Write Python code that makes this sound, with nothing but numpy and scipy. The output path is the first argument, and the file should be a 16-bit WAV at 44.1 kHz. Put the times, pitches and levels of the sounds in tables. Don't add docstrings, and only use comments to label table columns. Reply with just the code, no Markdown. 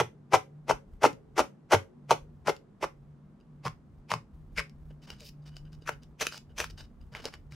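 import sys
import numpy as np
from scipy import signal
from scipy.fft import rfft, irfft, next_fast_len
from scipy.io import wavfile
from scipy.ndimage import uniform_filter1d

SR = 44100
rng = np.random.default_rng(int(sys.argv[2]) if len(sys.argv) > 2 else 0)


def unload_audio(sound):
    columns = np.transpose(np.atleast_2d(sound))
    steps = np.round(np.clip(columns, -1, 1) * 32767)
    wavfile.write(sys.argv[1], SR, steps.astype(np.int16))


def gain_from_db(level_db):
    decades = np.asarray(level_db, float) / 20
    return 10 ** decades


N = 332952


def evened(x):
    return x / np.sqrt(np.mean(x ** 2) + 1e-20)


def read(points, hz):
    f, value = np.transpose(points)
    return np.interp(np.log(hz + 1), np.log(f + 1), value)


def add(mix, s, sound, pan_db=0):
    at = round(s * SR)
    sides = gain_from_db(np.array([[.5], [-.5]]) * pan_db)
    sound = (sound * sides)[:, max(-at, 0):]
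    part = mix[:, max(at, 0):][:, :sound.shape[1]]
    part += sound[:, :part.shape[1]]


def noise(shape, same):
    size = next_fast_len(N)
    hz = np.fft.rfftfreq(size, 1 / SR)
    left, other = rfft(rng.standard_normal((2, size)))
    same = np.clip(same(hz), -1, 1)
    right = same * left + np.sqrt(1 - same ** 2) * other
    return evened(irfft(np.array([left, right]) * shape(hz), size)[:, :N])


def grainy(db, count):
    return gain_from_db(db * evened(uniform_filter1d(rng.standard_normal(N), count)))


def swell(s, length, rise_db_ms, fall_db_ms):
    span = slice(max(round((s - .05) * SR), 0), round((s + length + .1) * SR))
    ms = ((np.arange(N) / SR - s) * 1000)[span]
    rise = np.minimum(rise_db_ms * ms, 0)
    fall = fall_db_ms * np.maximum(ms - length * 1000, 0)
    return span, gain_from_db(rise - fall)


# pitch_hz [Hz], level_db [relative dB per Hz]
FLOOR_SPECTRUM = [(60, -49.5), (100, -13.5), (150, -8.5), (250, -14), (365, -19), (500, -26), (950, -30.5),
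                  (1100, -31), (2400, -45.5), (3800, -50.5), (9000, -58.5), (12000, -66.5), (14500, -80)]
# pitch_hz [Hz], left-right likeness [0-1]
FLOOR_LIKENESS = [(60, 0.69), (240, 0.94), (950, 0.52), (3770, 0.11), (15000, 0.87)]


def room_noise():
    return gain_from_db(-59.5) * noise(lambda hz: gain_from_db(read(FLOOR_SPECTRUM, hz)), lambda hz: read(FLOOR_LIKENESS, hz))


# start_s [s], level_db [dB rms before the flicker]
HUM_SWELLS = [(0.0, -54), (0.25, -59.5), (0.65, -50), (0.9, -64), (1.2, -60), (1.9, -68), (2.04, -52.5),
              (2.3, -54), (2.69, -73), (3.15, -54), (3.45, -67), (3.55, -50), (3.85, -64), (4.0, -57),
              (4.26, -70.5), (4.37, -50.5), (4.55, -61.5), (4.93, -50.5), (5.22, -62.5), (5.47, -46.5),
              (5.95, -54.5), (6.1, -61.5), (6.8, -57.5), (6.97, -68), (7.55, -56)]
# pitch_hz [Hz], width_hz [Hz], level_db [relative dB]
FUZZY_TONES = [(200, 21, -0.5), (237.6, 8.8, 1.5)]


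def hum():
    drift_hz = 4.3 * evened(uniform_filter1d(rng.standard_normal(N), 3000))
    tone = np.sqrt(2) * np.sin(2 * np.pi * np.cumsum(148 + drift_hz) / SR)
    tone = tone * gain_from_db(np.interp(np.arange(N) / SR, *np.transpose(HUM_SWELLS)))
    fuzz = noise(lambda hz: sum(gain_from_db(db) / (1 + (2 * (hz - f) / width) ** 2) for f, width, db in FUZZY_TONES),
                 lambda hz: .9)
    return tone * grainy(2.5, count=3000) + gain_from_db(-65.5) * fuzz * grainy(3.3, count=6000)


# pitch_hz [Hz], level_db [relative dB per Hz]
RUMBLE_SPECTRUM = [(15, -22), (30, 7), (60, 6), (85, 3), (110, -6.5), (160, -55.5)]
# start_s [s], level_db [dB before the flicker]
RUMBLE_SWELLS = [(0, -62), (1.2, -58.5), (1.55, -68), (2.7, -60), (3.25, -61), (4.1, -62), (4.5, -52.5),
                 (7.55, -55)]


def rumble():
    bass = noise(lambda hz: gain_from_db(read(RUMBLE_SPECTRUM, hz)), lambda hz: .85) * grainy(5.6, count=4000)
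    return bass * gain_from_db(np.interp(np.arange(N) / SR, *np.transpose(RUMBLE_SWELLS)))


# pitch_hz [Hz], level_db [relative dB per Hz]
SKIN_SPECTRUM = [(1470, -12.5), (2500, -3), (2850, -4.5), (3230, -5.5), (3660, -9.5), (5870, -10),
                 (7590, -16), (10700, -20.5), (16000, -33.5)]
# pitch_hz [Hz], left-right likeness [0-1]
SKIN_LIKENESS = [(2000, 0.99), (4500, 0.91), (9000, 0.65), (14000, 1)]


def skin_hiss():
    return noise(lambda hz: gain_from_db(read(SKIN_SPECTRUM, hz)), lambda hz: read(SKIN_LIKENESS, hz))


def snap(hz, cycles, glide, phase=0):
    u = (np.arange(900) - 300) / SR * np.reshape(hz, (-1, 1))
    turns = (1 - np.exp(-glide * np.clip(u, -3, 9))) / glide
    shape = np.where(u < 0, np.exp(-(u / (.5 * cycles)) ** 2), np.exp(-u / cycles))
    return shape * np.cos(2 * np.pi * (turns + np.reshape(phase, (-1, 1))))


# start_s [s], length_s [s], level_db [dB before the cavities],
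# pitch_hz of the domes [Hz], pan_db [dB left over right]
FINGER_PRESSES = [(0.0, 0.0084, -18, 970, -0.5), (0.336, .018, -14.5, 825, 3), (0.695, 0.019, -20, 755, 5),
                  (1.034, 0.031, -16.5, 811, 1.5), (1.381, 0.025, -17, 810, 3),
                  (1.722, 0.027, -14, 887, 1.5), (2.108, 0.019, -20, 822, 0.5),
                  (2.474, 0.026, -22, 805, 4.5), (2.827, 0.017, -26, 851, -2.5),
                  (3.652, 0.02, -31, 1200, 0), (4.105, .016, -28, 1603, -0.5),
                  (4.13, .014, -35.5, 1314, 2.5), (4.577, .024, -27, 2140, 3), (5.875, 0.017, -29, 1983, 3),
                  (6.211, 0.018, -28.5, 2060, 3.5), (6.253, 0.0074, -44, 2030, -1),
                  (6.583, 0.033, -34.5, 1880, 2.5), (6.626, 0.014, -44.5, 1600, 0)]
# start_s [s],
# hiss_db [dB against the press, before the trim in presses()], pitch spread [octaves]
PRESSED_TOYS = [(0, -13, 1.37), (3.3, -13, 1.36), (4.3, -9.5, 0.59), (5.8, -15.5, 1), (6.1, -4, 1.06)]


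def lean_db(s):
    return np.interp(s, *np.transpose(FINGER_PRESSES)[[0, 4]])


def presses():
    out = np.zeros((2, N))
    hiss = skin_hiss() * grainy(1.1, count=70)
    draws = rng.random((len(FINGER_PRESSES), 6, 160))
    for (s, length, db, hz, pan_db), (when, up, down, phase, side, size) in zip(FINGER_PRESSES, draws):
        hiss_db, spread = [toy[1:] for toy in PRESSED_TOYS if toy[0] <= s][-1]
        span, gain = swell(s, length, rise_db_ms=2.5, fall_db_ms=1.33)
        creak_span, creak = swell(s - .011, .011, rise_db_ms=1.87, fall_db_ms=0.4)
        samples = np.arange(span.start, span.stop)
        creak = np.interp(samples, np.arange(creak_span.start, creak_span.stop), creak)
        gain = np.maximum(gain, gain_from_db(-14.5) * creak)

        at = (when * len(gain)).astype(int)
        late_s = np.clip((at + span.start) / SR - s, -.02, .05)
        octaves = spread * (up - 1.2 * down - 7.1 * late_s)
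        sizes = gain[at] * gain_from_db(-10 * size)
        domes = snap(hz * 2 ** octaves, cycles=1.41 / max(spread, .3), glide=0.11, phase=phase)
        for k, dome, lean in zip(at, sizes[:, None] * domes, side):
            add(out, (span.start + k - 300) / SR, gain_from_db(db) * dome[None], pan_db + 6. * (lean - .5))

        held_ms = np.clip(samples / SR - s, 0, length) * 1000
        hiss_gain = gain_from_db(db + hiss_db + 2.5 - 0.1048 * held_ms) * gain
        add(out, span.start / SR, hiss_gain * hiss[:, span], .2 * pan_db)
    return out


# start_s [s], level_db of the dome [dB before the cavities], pitch_hz [Hz],
# crack_db [dB against the dome], glide [downward per cycle, held to 0.03-0.75 in pops()]
CLEAR_SNAPS = [(0.002, -19.5, 930, -8, 0.38), (0.3396, -8.5, 940, -25, 0.37),
               (0.3435, -6.5, 784, -26, 0.31), (0.3515, -14, 795, -14.5, 0.17),
               (0.6989, -9.5, 708, -34, 0.41), (0.7101, -9.5, 954, -37, 0.73),
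               (1.0426, -3.5, 807, -27.5, 0.54), (1.0521, -8, 1040, -26, 0.61),
               (1.0631, -13.5, 700, -22, 0.33), (1.3933, -8.5, 990, -13.5, 0.47),
               (1.4027, -14, 800, -23.5, 0.24), (1.7167, -24, 850, -22.5, .12),
               (1.7271, -10, 816, -29.5, 0.36), (1.7354, -6.5, 1045, -15.5, 0.29),
               (1.7489, -12.5, 610, -24.5, 0.66), (2.1089, -9, 1004, -12, 0.17),
               (2.1143, -7.5, 785, -14, 0.23), (2.1198, -18.5, 575, -26, 0.19),
               (2.4829, -10.5, 820, -29, 0.47), (2.4936, -23, 942, -5, .3), (2.8365, -34, 690, -22.5, 0.35),
               (2.8424, -16.5, 934, -26.5, 0.38), (3.654, -27, 843, -24.5, 0.33),
               (3.6645, -19.5, 1290, -19, 0.24), (3.672, -23.5, 1420, -17, 0.12),
               (3.6805, -28.5, 1354, -9, 0.42), (4.1171, -10, 1552, -15, 0.9),
               (4.1387, -16, 1150, -12.5, 0.26), (4.5799, -24.5, 1750, -33, 0.14),
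               (4.5831, -20, 2260, -27, .038), (4.5865, -23, 2200, -21.5, 0.21),
               (4.5942, -18, 2130, -21, 0.1), (5.8924, -15, 1560, -15, 1), (6.2687, -23.5, 2100, 1.5, 0.36),
               (6.6025, -18, 1880, -6.5, 0.38), (6.6427, -26.5, 1630, -5, 0.35)]


def pops():
    out, air = np.zeros((2, N)), skin_hiss()
    t = (np.arange(900) - 300) / SR
    crack_shape = np.exp(-abs(t) / np.where(t < 0, .0007, .002))
    for s, db, hz, crack_db, glide in CLEAR_SNAPS:
        glide = np.clip(glide, .03, .75)
        at = max(round(s * SR) - 300, 0)
        crack = air[:, at:at + 900] * crack_shape
        dome = snap(hz, .85 + .1 / glide, glide)
        add(out, s - 300 / SR, gain_from_db(db) * (dome + gain_from_db(crack_db) * crack), lean_db(s))
    return out


# start_s [s], level_db [peak dB of the low modes],
# pitch_hz that the spot favours [Hz], upper_db of the upper modes [dB against that peak]
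TABLE_PUSHES = [(0.002, -28.5, 121, -8), (0.332, -31, 110, 4.5), (0.695, -34, 133.3, 4.5),
                (1.035, -33, 127.4, 6), (1.129, -42.5, 139, -18.5), (1.39, -41, 62, 7),
                (1.739, -24, 94, -4), (2.108, -35.5, 124, 2), (2.469, -36.5, 148, -0.5),
                (2.817, -47, 151, 3), (3.655, -31, 130, -14.5), (3.891, -52, 89.6, -22),
                (4.118, -35.5, 138.5, -4), (4.136, -32.5, 126, -13), (4.573, -40.5, 161, 6.5),
                (5.208, -50.5, 62, 2), (5.889, -48.5, 140, 7.5), (6.21, -49, 60.6, 7),
                (6.596, -42.5, 62, -7), (7.118, -43, 115, -7.5), (7.222, -48.5, 200, -14.5),
                (7.52, -42, 117, -23)]
# pitch_hz [Hz, after the sag], level_db [relative dB], t60_s [s]
LOW_MODES = [(63, -1, .14), (94, 0, 0.18), (117, 0.5, .17), (130, -1, 0.14), (155, 0.5, 0.18),
             (222, -0.5, 0.16)]
# pitch_hz [Hz, after the sag], level_db [relative dB], t60_s [s]
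UPPER_MODES = [(420, -3.5, 0.18), (548, -5, 0.19)]


def thuds():
    out, t = np.zeros((2, N)), np.arange(SR // 4) / SR
    sagging_t = t + .004 * (1 - np.exp(-t / 0.019))
    rise = (1 - np.exp(-t / 0.0047)) ** 2

    def mode(hz, db, t60):
        return gain_from_db(db - 60 * t / t60) * np.sin(2 * np.pi * hz * sagging_t)

    upper = rise * sum(mode(*row) for row in UPPER_MODES)
    for s, db, spot_hz, upper_db in TABLE_PUSHES:
        low = rise * sum((0.1 + np.exp(-(np.log2(row[0] / spot_hz) / 0.34) ** 2)) * mode(*row)
                         for row in LOW_MODES)
        thud = low / abs(low).max() + gain_from_db(upper_db) * upper
        add(out, s, gain_from_db(db) * thud[None], lean_db(s))
    return out


# pitch_hz [Hz], level_db [relative dB per Hz]
SLIDE_SPECTRUM = [(1060, -56), (1800, -15), (2980, -4.5), (3320, -12.5), (5340, -1.5), (5800, -9.5),
                  (11200, -26.5), (15000, -29.5), (16000, -30)]


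def slide_hiss(likeness):
    return noise(lambda hz: gain_from_db(read(SLIDE_SPECTRUM, hz)), lambda hz: likeness)


# start_s [s], knock pitch_hz [Hz], then level_db [dB] of the knock,
# of the ring of the plastic and of the click
HARD_CONTACTS = [(1.1299, 458, -42.5, -60.5, -48), (2.5652, 533, -61.5, -61, -48.5),
                 (3.4021, 401, -65, -68, -72.5), (3.4104, 401, -65, -65, -81.5),
                 (4.6961, 477, -77.5, -80, -53), (4.9077, 544, -46.5, -71, -78),
                 (5.026, 400, -71.5, -62, -65), (5.072, 404, -58, -64, -59.5),
                 (5.1031, 427, -43.5, -38, -37.5), (5.2061, 397, -69.5, -70, -43),
                 (5.4544, 419, -63, -71.5, -72), (5.5672, 710, -51, -47, -45.5),
                 (5.6537, 397, -62, -62.5, -75), (5.7304, 436, -63, -55, -54),
                 (5.8221, 441, -49, -57.5, -64), (6.0338, 469, -63.5, -61.5, -53.5),
                 (6.324, 1460, -34, -40, -50), (6.3444, 1500, -36, -41.5, -50),
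                 (6.3777, 1500, -80, -77, -38), (6.504, 441, -53.5, -80.5, -75),
                 (6.7006, 427, -48, -70, -58), (6.7816, 1400, -66, -56, -58),
                 (7.0135, 401, -57.5, -61.5, -80), (7.1383, 1630, -43.5, -52.5, -55.5),
                 (7.1506, 2170, -23, -71, -59), (7.1677, 1580, -41, -62, -62),
                 (7.1993, 463, -42.5, -61, -70), (7.2545, 483, -27, -37, -26.5),
                 (7.2617, 510, -28, -42, -43), (7.3392, 2050, -32.5, -47.5, -44.5),
                 (7.5228, 2250, -37, -69, -49)]
# pitch_hz [Hz], level_db [relative dB], t60_s [s]
PLASTIC_MODES = [(1520, -4, .018), (2970, 0, .022), (3800, -8, .014), (4820, -2, .022), (6400, -14, .012),
                 (8600, -18, .012)]


def ticks():
    out, t = np.zeros((2, N)), np.arange(3000) / SR
    draws = rng.standard_normal((len(HARD_CONTACTS), len(PLASTIC_MODES), 2))
    clicks = slide_hiss(.95)
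    for (s, knock_hz, knock_db, ring_db, click_db), draw in zip(HARD_CONTACTS, draws):
        ring = sum(gain_from_db(db + 1.45 * a - 60 * t / t60) * np.sin(2 * np.pi * hz * (1 + 0.021 * b) * t)
                   for (hz, db, t60), (a, b) in zip(PLASTIC_MODES, draw))
        knock = gain_from_db(knock_db - 60 * t * knock_hz / 11) * np.sin(2 * np.pi * knock_hz * t)
        at = round(s * SR)
        click = clicks[:, at - 3000:at] * gain_from_db(click_db) * np.exp(-t / .0015)
        add(out, s, gain_from_db(ring_db) * ring + knock + click, lean_db(s))
    return out


def plastic_noise(modes):
    return noise(lambda hz: sum(gain_from_db(db) / (1 + (2 * (hz - f) * t60 / 5.0) ** 2) for f, db, t60 in modes),
                 lambda hz: .9)


# start_s [s], length_s [s], level_db [dB before the flicker],
# share that rings the plastic [0-1], low_db of the low modes [dB against the level]
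FINGER_SLIDES = [(4.905, 0.011, -77, 0.5, 12), (5.021, 0.038, -65.5, 0.2, -2.5),
                 (5.075, 0.065, -63.5, 0.24, 5), (5.145, 0.051, -72, 0.4, 1.5),
                 (5.201, 0.04, -59.5, 0.23, -9), (5.247, 0.048, -54, 0.25, -27),
                 (5.423, 0.02, -77, 0.73, -8), (5.46, 0.035, -63.5, 0.33, -0.5),
                 (5.518, 0.033, -79, 0.7, 7.5), (5.559, 0.025, -63.5, 0.6, -6),
                 (5.653, 0.031, -82, .8, 11.5), (5.723, 0.03, -67, 0.38, -6), (5.814, 0.035, -73.5, .7, -3),
                 (5.92, 0.018, -64, 1, 4), (6.022, 0.024, -71.5, 0.74, -1.5), (6.24, 0.051, -51, 0.6, -10),
                 (6.318, 0.063, -51.5, 0.16, -4), (6.496, 0.028, -81, 0.86, 9.5),
                 (6.642, 0.029, -57, 0.2, -15), (6.701, 0.0088, -53, 0.5, -5.5),
                 (6.778, 0.037, -54.5, 0.54, -1.5), (6.821, 0.035, -67.5, 0.46, -2),
                 (7.009, 0.023, -80, 0.8, 2.5), (7.124, 0.011, -65.5, 0.1, 5), (7.15, 0.022, -62, 0.07, 15),
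                 (7.178, 0.033, -62.5, 0.17, 9.5), (7.221, 0.044, -61, 0.1, 0), (7.243, 0.045, -58, 0, 8),
                 (7.326, 0.03, -62, 0, 5.5), (7.513, 0.053, -64, 0.34, 0)]


def rubs():
    out = np.zeros((2, N))
    hiss = slide_hiss(.9)
    low, high = plastic_noise(PLASTIC_MODES[:2]), plastic_noise(PLASTIC_MODES[2:])
    body = noise(lambda hz: 1 / abs(1 + 1j * 0.41 * (hz / 900 - 900 / (hz + 1))) ** 2, lambda hz: .9)
    fine = noise(lambda hz: 1 / (1 + (8000 / (hz + 1)) ** 6), lambda hz: .95)
    grain = grainy(1.8, count=150)
    for s, length, db, share, low_db in FINGER_SLIDES:
        span, gain = swell(s, length, rise_db_ms=3.0, fall_db_ms=4.5)
        share = np.clip(share, 0, 1)
        ring = high[:, span] + gain_from_db(low_db) * low[:, span]
        slide = hiss[:, span] + gain_from_db(low_db) * body[:, span]
        fine_db = -19 - 0.41 * low_db
        rub = np.sqrt(1 - share) * slide + np.sqrt(share) * ring + gain_from_db(fine_db) * fine[:, span]
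        out[:, span] += gain_from_db(db) * gain * grain[span] * rub
    return out


# (pitch_hz [Hz], width_hz [Hz], level_db [dB over the direct sound])
TOY_CAVITIES = [(0, [(413, 80, 1.5), (560, 100, -6), (930, 200, 0.5), (1380, 390, 3.5), (2000, 200, 4.5),
                (5750, 700, -4.5)]), (3.3, [(521, 270, -2.5), (1050, 160, 5), (2250, 330, 1),
                (5000, 530, 2.5)]), (5.8, [(548, 320, 8), (1440, 610, -0.5), (2540, 200, 0),
                (3270, 320, -12), (6130, 400, 5.5), (14700, 7300, 2)])]


def cavities(x):
    size = next_fast_len(N)
    hz, t, out = np.fft.rfftfreq(size, 1 / SR), np.arange(N) / SR, np.zeros_like(x)
    ends = [s for s, modes in TOY_CAVITIES[1:]] + [np.inf]
    for (s, modes), end in zip(TOY_CAVITIES, ends):
        ring = 1 + sum(gain_from_db(db) / (1 + 2j * (hz - f) / width) for f, width, db in modes)
        pressed = x * ((t >= s) & (t < end))
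        out += irfft(rfft(pressed, size) * ring, size)[:, :N]
    return gain_from_db(-4) * signal.sosfilt(signal.butter(3, 300, "high", fs=SR, output="sos"), out)


# pitch_hz [Hz], t60_s [s]
ROOM_DECAY = [(100, 0.74), (300, 0.1), (800, 0.14), (2000, 0.18), (5000, 0.17), (12000, 0.2)]


def room(x):
    taps = np.zeros((2, SR // 2))
    at = np.arange(120, SR // 2 - 20, 20) + rng.integers(0, 20, (2, (SR // 2 - 121) // 20))
    np.put_along_axis(taps, at, rng.choice([-1., 1.], at.shape), 1)
    hz, t, bands = signal.stft(taps, SR, nperseg=256)
    decay = gain_from_db(-60 * t / read(ROOM_DECAY, hz)[:, None])
    tail = signal.istft(bands * decay, SR, nperseg=256)[1]
    return signal.oaconvolve(x.mean(0)[None], tail / np.linalg.norm(tail[0]), axes=1)[:, :N]


def scene():
    background = room_noise() + hum() + rumble()
    near = cavities(presses() + pops()) + ticks() + rubs()
    return near + gain_from_db(-8.0) * room(near) + thuds() + background


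def low_pass(x):
    return signal.sosfilt(signal.butter(12, 16370, fs=SR, output="sos"), x)


def record(dry):
    heard = signal.sosfilt(signal.butter(1, 20, "high", fs=SR, output="sos"), dry)
    band_limit = signal.firwin(301, 15850, window=("kaiser", 8), fs=SR)
    heard = signal.oaconvolve(heard, band_limit[None], "same", axes=1)
    return low_pass(heard)


dry = scene()
out = record(dry)
unload_audio(out)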